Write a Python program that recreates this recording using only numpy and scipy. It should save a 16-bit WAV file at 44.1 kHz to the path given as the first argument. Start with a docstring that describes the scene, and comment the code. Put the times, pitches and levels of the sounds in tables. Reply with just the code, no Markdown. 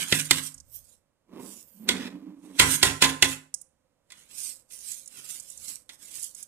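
"""In a small kitchen, close to a phone, soaked rice is emptied from a tub into an aluminium pot of hot broth.
Knocks on the rim are bursts of contact noise played through resonances of the tub and the pot.
Sliding rice, a scrape and a hand's sweeps are dense random clicks, coloured as hiss and rasp, with drifting echoes.
Slumps into the broth are soft click noise and slowly wavering resonances; fizz and a faint rush lie behind.
The right microphone faces the pot; the left one is shaded and hears it duller."""
import sys
import numpy as np
from scipy import signal
from scipy.fft import rfft, irfft
from scipy.io import wavfile
from scipy.ndimage import uniform_filter1d

SR = 44100
rng = np.random.default_rng(int(sys.argv[2]) if len(sys.argv) > 2 else 0)


def int16_out(signal):
    """Quantize to a 16-bit WAV file."""
    q = np.round(np.clip(np.atleast_2d(signal).T, -1, 1) * 32767)
    wavfile.write(sys.argv[1], SR, q.astype(np.int16))


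N = 285327
TIME = np.arange(N) / SR


def undb(db):
    """Decibels to gain."""
    return 10 ** (np.asarray(db) / 20)


def unit(x):
    """Scale to an rms of 1."""
    return x / np.sqrt(np.mean(x ** 2))


def norm(x):
    """Scale a response to an energy of 1."""
    return x / np.sqrt(np.sum(x ** 2, axis=-1, keepdims=True))


def add(out, s, x):
    """Mix x in at time s."""
    i = max(int(s * SR), 0)
    out[..., i:i + x.shape[-1]] += x[..., :N - i]


def through(x, response):
    """Play x through a response; rows are microphones."""
    return signal.fftconvolve(np.atleast_2d(x), np.atleast_2d(response), axes=-1)[:, :N]


def butter(x, order, hz, kind):
    """Butterworth filter."""
    return signal.sosfilt(signal.butter(order, hz, kind, fs=SR, output="sos"), x)


def band(x, low_hz, high_hz, order=3):
    """Steep band-pass."""
    return butter(x, order, [low_hz, min(high_hz, SR / 2 - 1)], "band")


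def colour(points, size=4096):
    """Causal response with the given spectrum, points of (pitch_hz, level_db)."""
    hz, db = np.transpose(points)
    f = np.maximum(np.fft.rfftfreq(size, 1 / SR), 1)
    level_db = np.interp(np.log(f), np.log(hz), db)
    # folding the cepstrum onto positive times gives minimum phase
    cepstrum = irfft(np.log(undb(level_db)))
    cepstrum[1:size // 2] *= 2
    cepstrum[size // 2 + 1:] = 0
    return irfft(np.exp(rfft(cepstrum)))


def fade(t, t60):
    """Exponential decay that loses 60 dB in t60 seconds."""
    return np.exp(-np.log(1000) * t / t60)


def swell(start_s, hold_s, attack_s, release_s):
    """Rise before start_s, hold, fall; the slopes are timed over 20 dB."""
    before = np.maximum(start_s - TIME, 0) / attack_s
    after = np.maximum(TIME - start_s - hold_s, 0) / release_s
    return undb(-20 * (before + after))


def together(gains):
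    """Joint gain of unrelated noises: their powers add."""
    return np.sqrt(sum(g ** 2 for g in gains))


def walk(rate):
    """Smooth chance with a spread near 1, rate new values per second."""
    knots = rng.standard_normal(int(N / SR * rate) + 2)
    return np.interp(TIME * rate, np.arange(len(knots)), knots)


def grains(rate, spread_db, apart):
    """Dense clicks of uneven size; each reaches the two microphones with its own strength."""
    size = undb(spread_db * np.minimum(rng.exponential(size=N), 5))
    clicks = (rng.random(N) < rate / SR) * size
    return unit(clicks * (rng.standard_normal(N) + apart * rng.standard_normal((2, N))))


def chatter(apart=0.79, size=4096):
    """Micro-contacts, random in time, even in spectrum; each microphone adds its own part above the bass."""
    x = irfft(np.exp(2j * np.pi * rng.random((3, size // 2 + 1))))
    own = butter(x[1:], 1, 600, "high")
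    return unit(x[0] + apart * own)


# spectrum of the faint rush in the kitchen: pitch_hz [Hz], level_db [dB, relative]
RUSH_SPECTRUM = [(30, 6.5), (110, 1.5), (300, 0), (420, -8.5), (520, 5), (700, -6.5), (1050, -8),
                 (2000, -16.5), (5000, -21), (8500, -16.5), (15000, -29.5)]
KITCHEN_DB = -65.5


def kitchen():
    """Faint rush of the stove and the simmering pot: coloured noise whose level strays a little."""
    noise = rng.standard_normal(N) + .8 * rng.standard_normal((2, N))
    air = through(noise, norm(colour(RUSH_SPECTRUM)))
    return unit(air) * undb(KITCHEN_DB + 1.2 * walk(3.4))


def room(x, t60=0.37, build_s=0.0075, shared_hz=600):
    """Dense reflections of close hard walls: decaying noise; both microphones get the same bass."""
    t = TIME[:SR // 2]
    noise = rng.standard_normal((2, len(t)))
    bass = signal.sosfiltfilt(signal.butter(2, shared_hz, fs=SR, output="sos"), noise)
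    reflections = noise - bass + bass[1]
    tail = norm(reflections * fade(t, t60) * (1 - np.exp(-t / build_s)))
    walls = [(100, 6), (300, 0.5), (700, 4.0), (1200, 6.0), (3500, -10.5), (8000, -4.0), (15000, -7.5)]
    return through(through(x, tail), colour(walls))


# the grip shifts: start_s [s, start of the hold], hold_s [s], level_db [dB]
GRIP_SHIFTS = [(0.571, 0.21, -56.5), (5.56, 0.055, -61.5)]


def handling(attack_s=.08, release_s=0.27):
    """Dull rumble as the grip shifts: noise with little left above the bass."""
    dull = colour([(25, -3.5), (60, -5), (90, -1.5), (200, -27), (600, -52)])
    rumble = through(rng.standard_normal((2, N)), dull)
    return unit(rumble) * together(undb(db) * swell(s, hold, attack_s, release_s) for s, hold, db in GRIP_SHIFTS)


# wet rice meets the hot broth: start_s [s, start of the hold], hold_s [s], level_db [dB, before a common trim]
FIZZES = [(0.756, 0.0083, -30), (1.43, .43, -47)]


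def fizz(attack_s=0.06, release_s=.05):
    """Tiny bubbles bursting on the hot surface: dense clicks in a high band."""
    bubbles = band(grains(rate=6000, spread_db=2, apart=1), 12000, 15000, order=2)
    bursting = together(undb(db) * swell(s, hold, attack_s, release_s) for s, hold, db in FIZZES)
    return undb(-7.5) * unit(bubbles) * bursting


def wavering(hz, width_hz):
    """A resonance stirred at random: strength and phase stray, the faster the wider it is."""
    phase = 2 * np.pi * np.cumsum(hz * np.ones(N)) / SR
    clock = np.cumsum(width_hz * np.ones(N)) / SR
    a, b = (np.interp(clock, np.arange(len(k)), k) for k in rng.standard_normal(size=(2, 4096)))
    return unit(a * np.cos(phase) + b * np.sin(phase))


# tub knocked on the rim: start_s [s, the blow], blow_db [dB], rebound_db [dB re blow],
# scuff_db [dB re blow, before it], bass_db [dB, the thump], brightness_db [dB at 8 kHz], room_db [dB, room send]
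RIM_KNOCKS = [(0.1239, -9.5, -17.5, -11, 1.5, -8, -14.5), (0.3091, -7, -24.5, -25, -5.5, 3.5, -12.5),
              (1.889, -12, -17.5, -14, -12.5, -2.5, -0.5), (2.597, -4.5, -16.5, -9, -4, 0.5, 3),
              (2.829, -7.5, -17.5, -22, -3, 3, 1.5), (3.0216, -6.5, -9.5, -11, -3, -2, -1),
              (3.2242, -6, -18, -40, -7, 1, -4)]
# masses of rice slump into the broth: start_s [s, start of the hold], hold_s [s],
# boom_db [dB], slosh_db [dB], both before the trims in slump()
RICE_SLUMPS = [(1.337, 0.037, -52.5, -52), (1.38, 0.046, -46, -48.5), (1.809, 0.056, -45, -65),
               (1.885, .17, -40, -46), (2.141, 0.16, -42.5, -58.5), (2.44, 0.25, -48.5, -58.5)]
# pitch of the air between tub and pot: start_s [s], pitch_hz [Hz]
AIR_PITCH = [(1.32, 340), (1.42, 265), (1.8, 200), (1.9, 251.8), (2.06, 254.9), (2.18, 285), (2.4, 292),
             (2.7, 270)]
# the boom gets purer as the tub empties: start_s [s], width_hz [Hz]
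AIR_WIDTH = [(1.4, 155.3), (1.8, 59.9), (2.5, 60.47), (2.72, 21.8)]
# spectrum of the slosh: pitch_hz [Hz], level_db [dB, relative]
SLOSH_SPECTRUM = [(40, -32), (130, -7.5), (220, 4), (380, 2.5), (520, -3.5), (750, -11), (1050, -6.5),
                  (1400, -19.5), (2600, -22), (8000, -33.5)]
SLUMP_ATTACK_S, SLUMP_RELEASE_S = 0.055, 0.16  # time to rise and to fall by 20 dB
FILLED_S = 2.5  # knocks after this make the air boom too
KNOCK_BOOM_DB = -36  # relative to the blow, before the trim in slump()
KNOCK_BOOM_HOLD_S, KNOCK_BOOM_ATTACK_S, KNOCK_BOOM_RELEASE_S = .1, .02, .11
# a deeper resonance of the broth, stirred only by the slumps; its level is relative to the boom
LOW_BOOM_HZ, LOW_BOOM_WIDTH_HZ, LOW_BOOM_DB = 188, 27, -8.5


def slump():
    """Rice sinks into the broth with a soft slosh; the air between tub and pot booms at a wavering pitch."""
    falls = [(swell(s, hold, SLUMP_ATTACK_S, SLUMP_RELEASE_S), boom_db, slosh_db)
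             for s, hold, boom_db, slosh_db in RICE_SLUMPS]
    stirred = together(shape * undb(db) for shape, db, _ in falls)
    sloshing = together(shape * undb(db) for shape, _, db in falls)
    knocked = together(
        undb(db + KNOCK_BOOM_DB) * swell(s, KNOCK_BOOM_HOLD_S, KNOCK_BOOM_ATTACK_S, KNOCK_BOOM_RELEASE_S)
        for s, db, *_ in RIM_KNOCKS if s > FILLED_S)
    pitch_hz = np.interp(TIME, *np.transpose(AIR_PITCH))
    width_hz = np.interp(TIME, *np.transpose(AIR_WIDTH))
    boom = wavering(pitch_hz, width_hz) * together([stirred, knocked])
    low_boom = undb(LOW_BOOM_DB) * wavering(LOW_BOOM_HZ, LOW_BOOM_WIDTH_HZ) * stirred
    slosh = through(grains(rate=2600, spread_db=0.0, apart=0.3), norm(colour(SLOSH_SPECTRUM)))
    return undb(3.0) * (boom + low_boom) + undb(5.5) * slosh * sloshing


# single grains and clumps snap against the wall: start_s [s, the sharp onset], level_db [dB], pitch_hz [Hz, centre]
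GRAIN_SNAPS = [(0.21, -24, 8540), (0.5422, -34, 8240), (0.579, -41.5, 7100), (0.601, -39, 7140),
               (3.5407, -19.5, 7700), (3.6137, -34.5, 8960), (4.12, -40.5, 8180), (4.192, -49, 8800),
               (4.9166, -25.5, 8350), (5.059, -37.5, 8100), (5.076, -33, 8100), (5.399, -30, 8200),
               (5.5, -32.5, 8700), (5.575, -34, 8170), (6.196, -31.5, 8450), (6.228, -27, 9000),
               (6.241, -25, 9000), (6.348, -32.5, 8400), (6.4275, -29, 8450)]


def ticks(width_hz=4000, contact_s=0.0073):
    """Tiny bright snaps, each a quick cluster of contacts in a high band."""
    out = np.zeros((2, N))
    t = TIME[:4096]
    for s, db, hz in GRAIN_SNAPS:
        cluster = chatter() * np.exp(-(t / contact_s) ** 2)
        snap = band(cluster, hz - width_hz / 2, hz + width_hz / 2, order=3)
        add(out, s, undb(db) * norm(snap) * np.sqrt(contact_s * SR / 2))
    return out


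def drifting_echoes(x, lag_s, sway, echo, count=3):
    """Short echoes with drifting delays, so peaks and notches wander through the hiss and rasp."""
    out = x
    for k in range(count):
        at = TIME - lag_s * (k + 1) / 2 * np.exp(sway * walk(5))
        delayed = np.array([np.interp(at, TIME, side) for side in x])
        out = out + (-1) ** (k + 1) * echo * delayed
    return unit(out)


# rice slides down the tub wall, the tub scrapes the rim (1.953), an earlier knock dies away (0):
# start_s [s, start of the hold], hold_s [s], hiss_db [dB], rasp_db [dB], both before the trims in rice()
SLIDES_AND_SCRAPE = [(0, 0.033, -28.5, -27), (0.125, 0.081, -26, -27), (0.244, .005, -35, -54.5),
                     (0.36, 0.027, -28.5, -26), (0.435, .035, -33.5, -43), (.755, 0.021, -45.5, -69),
                     (0.85, 0.1, -55.5, -73), (1.45, 0.16, -45, -59.5), (1.674, .17, -63, -72),
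                     (1.953, 0.12, -56, -37), (2.459, .005, -55, -58.5), (2.51, .05, -74.5, -63.5),
                     (2.635, 0.025, -31.5, -30.5), (2.697, .06, -21, -28), (2.868, 0.024, -30.5, -23),
                     (3.072, 0.026, -33.5, -28), (3.279, 0.053, -33, -33)]
# strokes of the hand through the tub; the faint rustle at 5.937 trails a finger tap:
# middle_s [s], length_s [s, between the 1/e points], hiss_db [dB], rasp_db [dB], both before the trims in rice()
HAND_RUSTLES = [(4.203, 0.14, -53, -54.5), (4.34, 0.14, -52, -50), (4.442, 0.16, -31.5, -48),
                (4.738, 0.05, -38.5, -52), (4.762, 0.04, -43.5, -55), (4.903, 0.19, -34.5, -51),
                (5.19, 0.14, -43, -47), (5.321, 0.15, -34.5, -47.5), (5.505, 0.25, -44.5, -60),
                (5.688, 0.13, -34, -47), (5.937, 0.059, -50.5, -60), (6.047, 0.092, -44, -53.5),
                (6.152, 0.13, -38, -48), (6.234, 0.13, -37, -73), (6.4, 0.077, -40.5, -54)]
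# spectra of the hiss and of the rasp: pitch_hz [Hz], level_db [dB, relative]
HISS_SPECTRUM = [(100, -34), (1200, -47), (3000, -20.5), (5000, -12.5), (6500, -7), (8200, -2),
                 (9600, -4.5), (11500, -9), (15000, -18)]
RASP_SPECTRUM = [(40, -8.5), (120, 5.5), (300, 5), (650, -16.5), (1100, -8), (1700, -1), (2300, -1.5),
                 (3300, 4), (4500, -5), (7000, -10.5), (15000, -23.5)]
SLIDE_ATTACK_S, SLIDE_RELEASE_S = 0.077, 0.054  # time to rise and to fall by 20 dB
RUSTLE_SHAPE = 1.59  # 1 = pointed swell, 2 = round
CLUMP_DB = -9  # coarse grains among the fine ones


def rice():
    """Contacts hiss and rasp in small slips: mostly rice sliding or swept by the hand, also the rim scrape."""
    moves = [(swell(s, hold, SLIDE_ATTACK_S, SLIDE_RELEASE_S), hiss_db, rasp_db)
             for s, hold, hiss_db, rasp_db in SLIDES_AND_SCRAPE]
    moves += [(np.exp(-np.abs(2 * (TIME - s) / length) ** RUSTLE_SHAPE), hiss_db, rasp_db)
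              for s, length, hiss_db, rasp_db in HAND_RUSTLES]
    hissing = together(shape * undb(db) for shape, db, _ in moves)
    rasping = together(shape * undb(db) for shape, _, db in moves)
    slips = undb(1.8 * walk(70))
    fine = grains(rate=10000, spread_db=1, apart=3.3)
    coarse = grains(rate=220, spread_db=2, apart=3.3)
    hiss = through(fine + undb(CLUMP_DB) * coarse, norm(colour(HISS_SPECTRUM)))
    hiss = drifting_echoes(hiss, lag_s=.0007, sway=.3, echo=.55)
    rasp = through(grains(rate=2500, spread_db=0.5, apart=0.96), norm(colour(RASP_SPECTRUM)))
    rasp = drifting_echoes(rasp, lag_s=.0013, sway=0.28, echo=.75)
    return slips * (undb(1.0) * hiss * hissing + undb(-4.0) * rasp * rasping)


# quickly damped resonances of the tub wall: pitch_hz [Hz, nominal], width_hz [Hz], level_db [dB, relative]
TUB_MODES = [(117, 190, 1), (360, 49, 2.5), (925, 260, -7), (1480, 200, -9.5), (2031, 90, 3.5),
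             (2480, 280, -6), (2940, 190, 0.5), (3340, 320, -1.5), (4427, 43, -7), (5850, 46, -20.5),
             (7260, 38, -5.5), (6980, 280, -7), (9200, 400, -12.5), (8910, 180, -3)]


def tub_wall(size=4096, grip=0.02):
    """Short hollow response of the tub; grip and load shift its resonances from blow to blow."""
    t = TIME[:size]
    shifts = 1 + grip * rng.standard_normal(len(TUB_MODES))
    response = 0
    for k, (hz, width, db) in enumerate(TUB_MODES):
        damping = width * np.exp(-np.pi * width * t)
        # neighbouring modes alternate in polarity
        response = response + undb(db) * damping * np.sin(2 * np.pi * hz * shifts[k] * t + k * np.pi)
    return norm(response)


# the filled pot rings on: pitch_hz [Hz, nominal], level_db [dB, relative, nominal], t60_s [s]
POT_MODES = [(104.3, -5.5, 0.35), (151.9, -5, 0.5), (268.2, -3.5, 0.46), (392, -11.5, 0.2),
             (523, -13.5, 0.36), (784, -11, .1), (1033.8, -4.5, 0.15), (1410, -14, 0.11), (1554, -12, 0.1),
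             (1770, -4.5, 0.13), (1897, -5.5, .13), (1964, -4.5, 0.086), (2183, -4.5, 0.15),
             (2430, -7, 0.1), (2630, 0.5, 0.038), (2877, -2.5, 0.038), (3400, -2, 0.21), (3680, -2.5, 0.15),
             (3895, -5, .13), (4390, -3, 0.12), (5800, -7.5, 0.24), (7440, -9, .22), (8312, -8, 0.2)]


def pot_ring(vary_db=2.0, detune=.008):
    """Longer ring of the pot's modes; their mix and tuning depend on where the tub presses on the rim."""
    t = TIME[:SR // 2]
    chance = rng.standard_normal((len(POT_MODES), 3))
    ring = 0
    for (hz, db, t60), (size, turn, shift) in zip(POT_MODES, chance):
        tone = np.sin(2 * np.pi * (hz * (1 + detune * shift) * t + turn))
        ring = ring + undb(db + vary_db * size) * fade(t, t60) * tone
    return norm(ring)


# a hard contact's own spectrum: pitch_hz [Hz], level_db [dB, relative]
CRACK_SPECTRUM = [(30, -25.5), (70, -13.5), (120, -7.5), (380, -9.5), (540, -10.5), (800, -14.5),
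                  (1150, -1.5), (2000, 0), (4300, 7.5), (5200, 4), (7000, 5.5), (9500, 2), (11500, -5),
                  (15000, -12.5)]


def strike(push, low_hz=85):
    """A push sounds the contact's crack, the tub wall and the pot; such small bodies radiate no deep bass."""
    body = undb(-7) * pot_ring()
    add(body, 0, undb(0.5) * tub_wall() + undb(2.0) * norm(colour(CRACK_SPECTRUM)))
    return through(push, butter(body, 2, low_hz, "high"))


# fingers tapping the tub: start_s [s], level_db [dB, of the push]
FINGER_TAPS = [(4.103, -46), (4.12, -44), (4.706, -52), (5.892, -38.5)]


def taps():
    """Fingers touch the tub: fading contact chatter without bass sounds the same bodies as a knock."""
    out = np.zeros((2, N))
    for s, db in FINGER_TAPS:
        touch = undb(db) * fade(TIME[:4096], 0.067) * chatter()
        add(out, s, strike(butter(touch, 1, 950, "high")))
    return out


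# plays RIM_KNOCKS, listed above slump()
def knocks(contact_s=.0058, rebound_s=.021, rebound_width_s=0.017, scuff_s=0.004, thump_db=22, thump_hz=480):
    """The tub scuffs the rim, thumps, buzzes for a few ms and rebounds; returns the sound and its room send."""
    out, send = np.zeros((2, 2, N))
    lead = .03  # s of scuff before the blow
    t = TIME[:4096] - lead
    # the tub's weight gives one smooth push; the chatter of the contact carries everything above it
    thump = undb(thump_db) * butter(signal.unit_impulse(len(t), int(lead * SR)), 2, thump_hz, "low")
    for s, db, rebound_db, scuff_db, bass_db, bright_db, room_db in RIM_KNOCKS:
        scuff = undb(scuff_db) * np.exp(-np.abs(t) / scuff_s)
        blow = np.where(t >= 0, np.exp(-(t / contact_s) ** 2), scuff)
        rebound = undb(rebound_db) * np.exp(-((t - rebound_s) / rebound_width_s) ** 2)
        buzz = butter((blow + rebound) * chatter(), 2, thump_hz, "high")
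        push = undb(db) * (buzz + undb(bass_db) * thump)
        knock = strike(through(push, colour([(2500, 0.0017), (8000, bright_db)])))
        add(out, s - lead, knock)
        add(send, s - lead, knock * undb(room_db))
    return out, send


# how the left microphone hears the pot from behind the phone: pitch_hz [Hz], level_db [dB]
LEFT_SHADE = [(60, -5.5), (250, -6), (700, -11.5), (1300, -7.5), (2300, -1.5), (4400, -6.5), (6000, -11),
              (8200, -22.5), (15000, -19)]


def scene():
    """All sources in the kitchen, as they reach the two microphones."""
    background = kitchen() + handling() + slump()
    grain = ticks() + rice() + fizz()
    tapping = taps()
    blows, send = knocks()
    close = blows + tapping + grain
    reflected = undb(-5.5) * room(send + tapping) + undb(-11.5) * room(grain)
    mix = background + close + reflected
    # the left microphone lies behind the phone's body: 3 samples later and duller
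    left = np.roll(through(mix[0], colour(LEFT_SHADE))[0], 3)
    return np.array([left, mix[1]])


TOP_HZ = 15100


def record(dry, threshold_db=-62, depth_db=-6):
    """The phone turns down quiet moments, thins the deepest bass, rounds the loudest peaks and cuts the top."""
    power = np.abs(uniform_filter1d(np.mean(dry ** 2, axis=0), size=1024))
    ducked = dry * undb(depth_db / (1 + power / undb(threshold_db) ** 2))
    thinned = butter(ducked, 1, 45, "high")
    rounded = .82 * np.tanh(thinned / .82)
    return signal.sosfilt(signal.ellip(10, .1, 80, TOP_HZ, fs=SR, output="sos"), rounded)


dry = scene()
out = record(dry)
int16_out(out)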